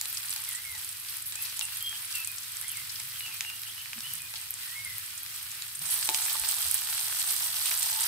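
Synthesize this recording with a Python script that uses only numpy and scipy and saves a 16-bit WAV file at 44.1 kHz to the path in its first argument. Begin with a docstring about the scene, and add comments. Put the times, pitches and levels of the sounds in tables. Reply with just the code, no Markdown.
"""Chopped shallot and garlic fry in oil in a steel wok, heard from just above the pan by a stereo recorder:
thousands of tiny steam bubbles sum to the sizzle. Wet chilli and tomato land and it flares up in surges;
jets of steam and single water drops spit and crack. A metal spatula stirs, squeaking by stick and slip
and knocking the steel into ringing; the squeaks stop first. A stove rumbles and hums underneath."""
import sys
import numpy as np
from scipy import signal
from scipy.fft import rfft, irfft
from scipy.io import wavfile

SR = 44100
rng = np.random.default_rng(int(sys.argv[2]) if len(sys.argv) > 2 else 0)


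def digitize_waveform(pressure):
    """Quantize a signal to 16-bit integers and store it at the path in sys.argv[1].

    Rows of a 2-D input are taken as channels; values are limited to [-1, 1].
    """
    field = np.atleast_2d(pressure).T
    bounded = np.clip(field, -1, 1)
    quanta = np.round(bounded * 32767).astype(np.int16)
    wavfile.write(sys.argv[1], SR, quanta)


N = 355887
TIME = np.arange(N) / SR
# top of the recorder's band, and of the bubbles' nominal pitches
TOP_HZ = 15600
# when the wet pieces reach the oil
LANDING_S = 5.8


def shallots(count=1500):
    """Steady fizz and sputter; there is more sputter while the spatula turns wet sides into the oil."""
    # colour of the shallot sizzle: [f/Hz, relative level/dB]
    shallot_colour = [(250, -57.5), (550, -21), (820, -19), (1150, -4), (1700, -3), (2600, 0), (4700, 0.5),
                      (6600, -5), (7500, -3.5), (9000, 1), (10600, 0), (12200, 1.5), (14300, -1.5),
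                      (15500, -0.5)]
    swell_db, swells_per_s = 1.28, 9.7
    fine = unit(colour(fizz(count=85000), shallot_colour))
    coarse = unit(colour(sputter(count, spread_db=5.5, length_s=.003), shallot_colour))
    coarse = coarse * undb(-10.0 + 5.2 * stirring(TIME))
    swell = undb(swell_db * walk(swells_per_s, N))
    # slightly stronger on the right
    heat = shallot_gain(TIME) * swell * undb(np.array([[-.4], [.4]]))
    return in_pan(fine * heat) + in_pan(coarse * heat)


def shallot_gain(s):
    """The shallots quieten as their water boils off."""
    level_db, drying_db_per_s = -39, 0.35
    return undb(level_db - drying_db_per_s * s)


def stirring(s):
    """How busily the spatula moves, from 1 to 0."""
    eases_s, ends_s = 2.7, 4.4
    return np.interp(s, [eases_s, ends_s], [1, 0])


def tomato(pan_db=-2.0):
    """Wet pieces land at the right of the pan and boil in short volleys over a fizz."""
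    # colour of the wet sizzle: [f/Hz, relative level/dB]
    tomato_colour = [(250, -32.5), (500, -28.5), (750, -15), (1100, -7.5), (1400, -7.5), (2300, -8.5),
                     (3100, -3.5), (4700, -2), (6400, -6.5), (7400, -6), (8600, 1), (10600, -3.5),
                     (12200, -1), (15500, -5)]
    fine = unit(colour(fizz(count=60000), tomato_colour))
    volleys = sputter(count=3400, spread_db=2.0, length_s=.0015, order=5)
    coarse = unit(colour(volleys, tomato_colour))
    heat = tomato_gain(TIME) * undb(np.array([[pan_db], [-pan_db]]) / 2)
    left, right = in_pan(fine * heat) + in_pan(coarse * heat)
    # the sound reaches the farther left port four samples later
    return np.array([np.roll(left, 4), right])


def tomato_gain(s):
    """Silent until the pieces land, then a quick flare and surge after surge as juice reaches the oil."""
    # how hard the wet pieces boil: [t/s, level/dB]
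    boiling = [(5.79, -60), (5.82, -39), (5.87, -38), (5.93, -32.5), (5.98, -35.5), (6.04, -34),
               (6.12, -35.5), (6.2, -32.5), (6.36, -33.5), (6.42, -36), (6.46, -34.5), (6.52, -31),
               (6.56, -37), (6.61, -32.5), (6.71, -35), (6.76, -34), (6.79, -36), (6.87, -36),
               (6.98, -33.5), (7.07, -35.5), (7.17, -34.5), (7.21, -32), (7.255, -36.7), (7.285, -31),
               (7.39, -35.5), (7.44, -32.5), (7.53, -36), (7.57, -33), (7.61, -34.5), (7.67, -32),
               (7.8, -34.5), (7.835, -31.5), (7.96, -33.5), (8.05, -31.5)]
    return undb(np.interp(s, *np.transpose(boiling))) * (s > LANDING_S)


def fizz(count):
    """An even carpet of tiny steam bubbles."""
    when, pitch = rng.random((count, 2)).T
    return boil(when * N / SR, pitch * TOP_HZ, np.ones(count), life_s=.00009, scatter_db=1.0, lag_s=.00012)


def sputter(count, spread_db, length_s, order=18):
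    """Pockets of juice flash to steam, each in a short volley of bubbles of like pitch."""
    when, pitch, strength, span = rng.random((count, 4)).T[:, :, None]
    gaps = rng.exponential(size=(count, order))
    s = when * N / SR + length_s * (span + .15) * gaps
    hz = np.abs(pitch ** .75 * TOP_HZ + 900 * rng.standard_normal((count, order)))
    violence = -np.log(strength + .04)
    # the fiercest volleys are the high-pitched ones
    size = undb(spread_db * violence * np.minimum(.6 + pitch, 1)) * np.ones(order)
    return boil(s.ravel(), hz.ravel(), size.ravel(), life_s=0.000086, scatter_db=1.0, lag_s=0.00014)


def spurts(count=170, pitch_spread=0.047):
    """Jets of steam: a crowd of bubbles that thins out as the pocket empties."""
    # the strongest jets: [t/s, nominal length/s, f/Hz, level/dB, left minus right/dB]
    jets = [(0.144, 0.01, 8300, -37.5, -2), (0.17, 0.008, 5500, -32.5, 3), (0.255, .008, 10000, -37.5, -2),
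            (0.303, 0.0089, 8600, -32.5, -3), (.528, .008, 9500, -35.5, 0), (0.548, 0.016, 8200, -35.5, -3),
            (0.715, 0.007, 10500, -37, -1), (.793, .005, 3500, -39, 3), (.998, .005, 11000, -37, 0),
            (1.105, .006, 11500, -41, 0), (1.221, 0.0063, 10100, -35, 1), (1.255, 0.045, 11600, -36, -2),
            (1.354, 0.0051, 7900, -33, 1), (1.412, 0.034, 12000, -38, 0), (1.448, 0.017, 4700, -39.5, 3),
            (1.567, .007, 9900, -34, -4), (1.622, 0.037, 9600, -36.5, -1), (1.782, 0.007, 11000, -40, 2),
            (2.023, 0.0059, 10500, -38, -5), (2.049, 0.0087, 10400, -38, -2),
            (2.246, 0.0044, 8800, -31, -6), (2.688, 0.0092, 9500, -34, -4), (2.893, 0.012, 4940, -38, 5),
            (2.918, .006, 10600, -38, 0), (2.955, .009, 4970, -38.5, 1), (3.195, 0.0056, 10700, -36, 0),
            (3.338, .006, 12500, -37, -1), (3.627, .008, 12000, -43, -1), (4.178, .005, 10500, -38, 0),
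            (4.354, 0.017, 4060, -37, 1), (4.848, 0.0032, 10000, -31, 1), (5.177, 0.0052, 8500, -35, -2),
            (5.515, 0.0032, 7800, -35, 1), (5.75, 0.01, 9000, -35.5, 2), (5.791, 0.004, 9800, -32.5, 1),
            (5.852, 0.033, 9000, -37, -6), (5.9, 0.049, 10500, -30, -3), (6.222, 0.036, 7500, -37, -2),
            (6.295, 0.013, 4240, -37.5, -8), (6.396, 0.0021, 9500, -25, -6), (6.444, 0.0093, 4500, -32, -2),
            (6.487, 0.0044, 8200, -25.5, -5), (7.193, 0.02, 8350, -32.5, 5), (7.65, .04, 3400, -35.5, -1),
            (7.794, 0.0031, 11200, -28, -7)]
    out = np.zeros((2, N))
    for s, length, hz, db, pan_db in jets:
        when = s + length * rng.triangular(0, .15, 1.4, count)
        pitch = hz * (1 + pitch_spread * rng.standard_normal(count))
        jet = boil(when, pitch, np.ones(count), life_s=.0001, scatter_db=2.5, lag_s=.0001)
        # rms over the nominal length, both channels together
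        rms = np.sqrt(np.sum(jet ** 2) / (2 * length * SR))
        out += jet * undb(db + np.array([[pan_db], [-pan_db]]) / 2) / rms
    return out


def blisters(count=330, low_hz=1000, high_hz=5500, spread_db=4.0, gain_db=-2.5):
    """Bigger pockets of juice under the wet pieces burst with a coarser crackle; low ones are softer."""
    when, pitch, strength = rng.random((count, 3)).T
    s = LANDING_S + when * (TIME[-1] - LANDING_S)
    violence = -np.log(strength + .12)
    size = tomato_gain(s) * undb(gain_db + spread_db * violence) * (.5 + pitch / 2)
    hz = low_hz * (high_hz / low_hz) ** pitch
    return highpass(boil(s, hz, size, life_s=.0001, scatter_db=0.5, lag_s=.00005), 720)


def spits(count=520, spread_db=-1.5, gain_db=7, wet_db=-5):
    """Lesser drops tick one by one, louder as the pan gets wetter."""
    when, pitch, strength = rng.random((count, 3)).T
    s = when * (N - 1) / SR
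    # most are near full size, a few up to 3.5 dB softer
    softness = -np.log(strength + .1)
    wetness = shallot_gain(s) + undb(wet_db) * tomato_gain(s)
    size = wetness * undb(gain_db + spread_db * softness)
    return highpass(boil(s, 3500 + 9500 * pitch, size, life_s=.00006, scatter_db=0.5, lag_s=.00004), 1070)


def pops(life_s=.00009, gain_db=-6.5, snap_db=-14, snap_hz=4000, snap_life_s=.00005,
         spatter_s=.0007, spatter_db=-11, count=4):
    """Water drops crack above the sizzle: a ping over a broader snap, then a spatter of smaller droplets."""
    # the loudest drops: [t/s, relative level/dB, f/Hz, left minus right/dB]
    drops = [(0.0564, -13, 8400, -1), (.1283, -11.5, 11200, 9), (0.1734, -14, 7650, -6),
             (0.181, -11.5, 11000, 0), (0.327, -11, 11900, -1), (0.3378, -9.5, 10000, -3),
             (.403, -17, 11500, 4), (0.439, -12, 11400, -4), (0.4895, -10.5, 10600, 2),
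             (0.5116, -15, 8060, -4), (.524, -16, 9500, 0), (.6956, -21, 11200, -4), (.752, -19, 5500, 0),
             (0.847, -11, 9800, 0), (.925, -19, 9700, 1), (1.097, -13, 11800, -2),
             (1.1698, -12.5, 10900, 8), (1.2656, -17, 13100, 2), (1.653, -11, 8440, -2),
             (1.809, -21, 10500, -3), (1.826, -11, 12800, -9), (2.183, -12, 11200, -2),
             (2.274, -7.5, 9250, 2), (2.3166, -13, 11800, -3), (2.3842, -13.5, 6740, 8),
             (2.6136, -9, 10700, -5), (2.6817, -12, 9500, -8), (2.7174, -9, 11800, -2),
             (2.9998, -23, 10900, 0), (4.1366, -7, 12800, 1), (4.154, -16, 8600, -12),
             (4.2193, -15, 9500, -1), (4.5067, -6.5, 12500, -1), (4.54, -11.5, 8400, 5),
             (4.9, -18, 11500, 0), (4.9824, -9.5, 11900, 5), (5.2329, -12, 11600, 0),
             (5.4288, -15.5, 10100, 2), (5.841, -21, 1700, 2), (5.942, -3, 11000, -5),
             (6.028, -14, 1600, 2), (6.2, -19, 1700, 0), (6.2538, -8.5, 8900, -9), (6.331, -7, 12000, -8),
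             (6.503, -17, 5500, -1), (6.513, -9.5, 9500, -10), (6.5674, -8, 9400, -9),
             (6.7126, -0.5, 10500, -9), (6.7435, 2.5, 10400, -4), (6.819, -15.5, 1390, 2),
             (6.928, -12.5, 1800, 4), (6.979, -16, 1600, 3), (7.011, -13, 9000, -3), (7.114, -11, 9500, -5),
             (7.125, -15, 1600, 2), (7.3063, -8, 10200, -9), (7.421, -15, 9500, -3), (7.658, -6, 9160, -9),
             (7.6813, -10, 9200, -5), (7.7105, -7.5, 9600, 0), (7.741, -10, 7500, 2), (7.776, -9, 8500, -4),
             (7.829, -5.5, 8000, -9), (7.899, -15, 1700, 2), (8.007, -5, 8950, -7)]
    s, db, hz, pan_db = np.transpose(drops)
    each = np.ones(len(s))
    lag = .00001 * rng.standard_normal(len(s))
    level = undb(db + gain_db)
    # begin one lifetime early, so that the swell peaks about the listed time
    ping = bursts(s - life_s, hz, level, life_s * each, pan_db, lag)
    snap = bursts(s - life_s, snap_hz * each, level * undb(snap_db), snap_life_s * each, pan_db, lag)
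    spatter = np.zeros((2, N))
    for k in range(count):
        when = s + spatter_s * (k + rng.random(len(s))) / 2
        pitch = hz * rng.uniform(.8, 1.44, len(s))
        spatter += bursts(when, pitch, level * undb(spatter_db), life_s * each, pan_db, 3 * lag)
    return ping + snap + spatter


def boil(s, hz, size, life_s, scatter_db, lag_s):
    """Bubbles of unequal size and life, scattered across the pan."""
    size_draw, life_draw, pan, place = rng.standard_normal((len(s), 4)).T
    size = size * undb(scatter_db * size_draw)
    return bursts(s, hz, size, life_s * 2 ** (life_draw / 2), 3 * pan, lag_s * place)


def bursts(s, hz, size, life, pan_db, lag):
    """Bursting bubbles: each swells and dies in a moment, with its own lag between the two ports."""
    out = []
    for side in (1, -1):
        start = (s + side * lag / 2) * SR
        # each burst is followed for 64 samples
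        index = np.ceil(start).astype(int)[:, None] + np.arange(64)
        age = ((index - start[:, None]) / SR).astype(np.float32)
        swell = age / life[:, None].astype(np.float32)
        wave = swell * np.exp(1 - swell) * np.cos(2 * np.pi * hz[:, None].astype(np.float32) * age)
        wave = wave * (size * undb(side * pan_db / 2))[:, None]
        out.append(np.bincount(np.clip(index, 0, N).ravel(), wave.ravel(), N + 1)[:N])
    return np.array(out)


def squeaks(wander_hz=140, wander_rate=450, flutter_db=5.0, grind_db=-10, gain_db=-2.1):
    """The blade sticks and slips on steel; pitch glides with the hand, grit breaks the tone into scraping."""
    # strokes: [t/s, length/s, start f/Hz, middle f/Hz, end f/Hz, relative level/dB, roughness 0-1]
    strokes = [ (.47, .05, 2200, 2080, 1900, -47, 0.3), (0.511, 0.13, 1863, 1994, 2250, -47, 0.25),
               (0.644, 0.099, 2220, 2130, 2020, -43.5, 0.06), (0.727, 0.068, 2040, 1940, 1820, -48, 0.16),
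               (1.356, 0.071, 2330, 2600, 2680, -43, 0.5), (1.408, 0.1, 2494, 2550, 2380, -49, 0.64),
               (1.609, 0.029, 2930, 2790, 2780, -36.5, 0.1), (1.622, 0.044, 2760, 2750, 2780, -43, .15),
               (1.712, 0.036, 2740, 2790, 2790, -51, .2), (1.806, .068, 3140, 3210, 3220, -38.5, 0),
               (1.861, 0.026, 3220, 3220, 3200, -30.5, 0.05), (1.889, .09, 3220, 3240, 3200, -42, 0.16),
               (1.938, 0.034, 3020, 3060, 3100, -41, 0.6), (2.134, 0.12, 2795, 2640, 2670, -39, 0.3),
               (2.265, 0.065, 2515, 2480, 2430, -45, 0.02), (2.625, 0.065, 1890, 2130, 2180, -46, 0.8),
               (2.665, 0.031, 3250, 3320, 3330, -45, 0.8), (2.686, 0.086, 3350, 2740, 2240, -43.5, .55),
               (2.748, 0.089, 2240, 2110, 2030, -43, 0.52), (3.128, 0.048, 2980, 3130, 3200, -42, 0.7),
               (3.197, 0.085, 2910, 2880, 2800, -41, 0.2), (3.25, 0.059, 2710, 2700, 2640, -41.5, 0.3),
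               (3.307, .06, 2500, 2460, 2450, -43, 0.78), (3.439, 0.11, 2797, 2822, 2860, -38.5, 0.18),
               (3.661, 0.054, 2790, 3130, 3280, -41, 0.6), (3.771, 0.078, 2930, 2950, 2930, -44, 0.8),
               (4.029, 0.069, 2730, 3000, 2930, -39.5, 0.45), (4.1, 0.073, 2940, 2930, 2910, -48, 0.45),
               (4.189, 0.12, 2550, 2460, 2520, -48, 0.27), (4.623, 0.11, 1990, 1850, 1820, -51, 0.33),
               (4.697, 0.11, 1840, 2030, 2240, -48, 0.2), (4.75, 0.12, 2156, 2185, 2180, -42, 0.04),
               (4.843, 0.058, 2195, 2086, 1950, -40, 0.27), (4.893, 0.066, 2030, 2010, 2010, -46, 0.43)]
    # pressure builds and eases over these shares of the length
    attack, release = 0.093, 0.43
    # a soft echo of each squeak follows about 30 ms later
    echo_s, echo_db = .03, -12
    grit_db = -5
    out = np.zeros((2, N))
    for s, length, start_hz, middle_hz, end_hz, db, rough in strokes:
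        size = int(length * SR)
        along = np.linspace(0, 1, size)
        path = np.polyval(np.polyfit([0, .5, 1], [start_hz, middle_hz, end_hz], 2), along)
        pressure = np.clip(along / attack, 0, 1) * np.clip((1 - along) / release, 0, 1)
        pressure = undb(db + gain_db) * pressure
        for delay, strand_db in ((0, 0), (echo_s, echo_db)):
            phase = 2 * np.pi * np.cumsum(path + rough * wander_hz * walk(wander_rate, size)) / SR
            grip = undb(flutter_db * np.sqrt(rough) * walk(164.0, size))
            tone = unit(grip * np.sin(phase + np.array([[0], [.6]])))
            grind = unit(grip * resonate(rng.standard_normal((2, size)), path.mean(), 1100))
            rub = np.sqrt(1 - rough / 2) * tone + undb(grind_db) * np.sqrt(rough) * grind
            add(out, s + delay, undb(strand_db) * pressure * rub)
        add(out, s, undb(grit_db) * np.sqrt(rough) * pressure * grit(size))
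    return out


def grit(size):
    """The edge catches on crumbs in a quick, uneven run of ticks."""
    catches_per_s, centre_hz, width_hz = 450, 2700, 2000
    catches = (rng.random(size) < catches_per_s / SR) * rng.uniform(0.27, 1, size)
    t = np.arange(SR // 100) / SR
    tick = rng.standard_normal((2, len(t))) * fade(t, 0.0031)
    ticks = convolve(np.array([catches, catches]), tick)
    return unit(highpass(resonate(ticks, centre_hz, width_hz), 1040))


def taps(click_t60=0.004, click_width=0.9):
    """Each knock, pop or crackle is a short noisy click at its own pitch that leaves the wok ringing."""
    # knocks on the wok, with some short pops and low crackles among them:
    # [t/s, click peak level/dB, relative ring level/dB, click f/Hz]
    contacts = [(0.0125, -10, -61, 7950), (0.056, -23, -68, 2870), (.328, -18.5, -79, 3800),
                (.362, -16.5, -64, 5200), (.752, -31, -64.5, 4000), (1.049, -29, -78, 3460),
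                (1.323, -21, -77, 3200), (1.356, -23, -70, 3500), (1.5932, -9.5, -64, 4700),
                (1.611, -15, -65, 3000), (1.807, -23, -77, 3270), (1.928, -26, -67, 2000),
                (2.615, -31, -70, 1600), (3.001, -24, -73, 2400), (3.207, -21, -75, 2400),
                (3.263, -25, -72, 2600), (3.281, -25, -63, 2500), (3.408, -11.5, -63.5, 4550),
                (3.449, -25, -67, 2000), (3.5, -23.5, -76, 2200), (3.634, -24, -80, 3600),
                (3.858, -23.5, -80, 1820), (3.932, -21, -82, 2500), (3.981, -25.5, -80, 1800),
                (4.006, -21, -82, 4500), (4.339, -23, -62, 2600), (5.263, -24.5, -85, 4000),
                (5.622, -18, -85, 6400), (6.09, -7, -42.5, 3640), (6.097, -12, -64, 7040),
                (6.146, -6.5, -57, 3960), (6.262, -18, -58, 2500), (6.283, -23, -62, 1900),
                (6.353, -36, -55.5, 1400), (6.437, -19, -56, 2500), (6.888, -22, -59, 2000),
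                (7.714, -13.5, -57, 2100)]
    out = np.zeros((2, N))
    t = np.arange(SR // 20) / SR
    for s, click_db, ring_db, hz in contacts:
        # partly shared by the two ports
        noise = rng.standard_normal(len(t)) + 1.32 * rng.standard_normal((2, len(t)))
        click = highpass(resonate(noise * fade(t, click_t60), hz, hz * click_width), 950)
        add(out, s, undb(click_db) * click / np.abs(click).max())
        add(out, s, undb(ring_db) * wok_ring())
    return out


def wok_ring():
    """The bowl's decaying modes, weighted anew at each call."""
    # modes of the wok: [f/Hz, relative level/dB, t60/s]
    modes = [(265, -17, 0.2), (356, -11, 0.22), (630, -16, 0.45), (754, -5, 0.45), (883, 1, 0.45),
             (908, 4, .1), (965, 6, 0.04), (1060, 4, .035), (1190, -15, .1), (1572, -16, 0.25),
             (1965, -8, 0.25), (2056, -9, .2), (2814, -12, 0.2), (3219, -11, .2)]
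    t = np.arange(SR // 2) / SR
    ring = np.zeros((2, len(t)))
    for hz, db, t60 in modes:
        tone = np.sin(2 * np.pi * hz * t + .5 * rng.standard_normal((2, 1)))
        ring += undb(db + rng.standard_normal()) * fade(t, t60) * tone
    return ring


def singing(waver_hz=35):
    """One mode of the wok swells briefly near the end, as if lightly rubbed."""
    start_s, length_s, centre_hz, level_db = 7.912, .16, 891, -50
    swell = np.sqrt(np.abs(np.sin(np.pi * np.clip((TIME - start_s) / length_s, 0, 1))))
    phase = 2 * np.pi * np.cumsum(centre_hz + waver_hz * walk(200, N)) / SR
    return undb(level_db) * swell * unit(np.sin(phase))


def stove(rumble_db=-64, side_db=-5.0):
    """Low rumble of coloured noise and a wavering hum; bumps, swells and a plop from the pan join in."""
    # colour of the rumble: [f/Hz, relative level/dB]
    stove_colour = [(20, -24), (32, -18), (50, -5), (85, 1), (150, -3.5), (200, -11.5), (340, -11.5),
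                    (480, -21), (800, -19), (1500, -30)]
    # stove drone: [f/Hz, level/dB]
    hum = [(104, -66), (130, -74), (356, -87)]
    # dull bumps, low swells and one short wet plop from the pan: [t/s, f/Hz, length/s, level/dB]
    bumps = [(0.629, 80, 0.25, -64.5), (2.598, 127, 0.83, -66.5), (3.956, 225, 0.055, -54.5),
             (4.021, 133, 0.26, -62.5), (4.749, 100, 0.27, -61), (5.76, 143, 0.14, -59),
             (6.081, 355, .045, -52.5), (6.344, 1140, .018, -42), (6.403, 55, 0.046, -56),
             (6.619, 81.4, 0.12, -56)]
    sides = rng.standard_normal(N) * np.array([[1], [-1]])
    air = rng.standard_normal(N) + undb(side_db) * sides
    out = undb(rumble_db) * unit(colour(air, stove_colour))
    for hz, db in hum:
        tone = unit(np.sin(2 * np.pi * hz * TIME + .5 * walk(12, N)))
        out += undb(db + 0.25 * walk(14, N)) * tone
    for s, hz, length, db in bumps:
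        size = int(length * SR)
        body = resonate(resonate(rng.standard_normal(SR), hz, hz * 0.32), hz, hz * 0.32)[-size:]
        add(out, s, undb(db) * unit(body * np.sqrt(np.hanning(size))))
    return out


def in_pan(x):
    """Bubbles keep the steel faintly ringing and echo from the bowl and the walls."""
    ringing = undb(-59) * convolve(x, wok_ring())
    return surroundings(x + ringing, bowl_db=-12, bowl_t60=.012, room_db=-12, room_t60=.2)


def surroundings(x, bowl_db, bowl_t60, room_db, room_t60):
    """Quick reflections inside the bowl, then the soft tail of a tiled kitchen, as decaying noise."""
    t = np.arange(SR // 2) / SR
    response = np.zeros((2, len(t)))
    response[:, 0] = 1
    for db, t60, delay in ((bowl_db, bowl_t60, .0006), (room_db, room_t60, .006)):
        tail = rng.standard_normal((2, len(t))) * fade(t, t60) * (t > delay)
        response += undb(db) * unit(tail) / np.sqrt(len(t))
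    return convolve(x, response)


def undb(db):
    """Decibels to gain."""
    return 10 ** (np.asarray(db) / 20)


def unit(x):
    """Scale to rms 1."""
    return x / np.sqrt(np.mean(x ** 2) + 1e-20)


def add(out, s, x):
    """Mix x into out from time s on."""
    i = max(int(s * SR), 0)
    out[:, i:i + x.shape[-1]] += x[..., :N - i]


def convolve(x, response):
    """Pass both channels through a response."""
    return signal.fftconvolve(x, np.atleast_2d(response), axes=1)[:, :x.shape[1]]


def colour(x, points):
    """Causal minimum-phase filter with the given (Hz, dB) shape."""
    hz, db = np.transpose(points)
    size = 4096
    grid = np.fft.rfftfreq(size, 1 / SR)
    cepstrum = irfft(np.log(undb(np.interp(np.log(grid + 1), np.log(hz), db))))
    # folding the cepstrum makes the response causal
    cepstrum[1:size // 2] *= 2
    cepstrum[size // 2 + 1:] = 0
    return convolve(x, irfft(np.exp(rfft(cepstrum))))


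def resonate(x, hz, width_hz):
    """One resonance, gain 1 at its centre."""
    return signal.lfilter(*signal.iirpeak(hz, hz / width_hz, fs=SR), x)


def highpass(x, hz):
    """Small things radiate little bass."""
    return signal.sosfilt(signal.butter(4, hz, "highpass", fs=SR, output="sos"), x)


def walk(rate, size):
    """Smooth random wander with a spread near 1, drawn anew `rate` times a second."""
    points = rng.standard_normal(size)
    return np.interp(np.arange(size) * rate / SR, np.arange(size), points) * np.sqrt(3 / 2)


def fade(t, t60):
    """Exponential decay by 60 dB in t60 seconds."""
    return np.exp(-np.log(1000) * t / t60)


def scene():
    """Everything in the pan but the plop shares the bowl and the kitchen; the stove is added as it is."""
    drops = highpass(pops(), 930) + spits() + blisters()
    cracks = surroundings(drops, bowl_db=-7, bowl_t60=.011, room_db=-9.5, room_t60=.11)
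    knocks = surroundings(taps(), bowl_db=-6, bowl_t60=.016, room_db=-8.5, room_t60=.17)
    rubbed = surroundings(squeaks() + singing(), bowl_db=-26, bowl_t60=.02, room_db=-6, room_t60=0.36)
    jets = in_pan(highpass(spurts(), 1800))
    return shallots() + tomato() + jets + cracks + knocks + rubbed + stove()


def record(dry):
    """The air cavity of each microphone port adds its own treble resonance; the top is cut."""
    # left and right port: [f/Hz, width/Hz, level/dB]
    ports = [(9800, 280, -12), (8090, 340, 0.5)]
    heard = np.array([x + undb(db) * resonate(x, hz, width) for x, (hz, width, db) in zip(dry, ports)])
    return signal.sosfilt(signal.ellip(10, .2, 70, TOP_HZ, fs=SR, output="sos"), heard)


dry = scene()
out = record(dry)
digitize_waveform(out)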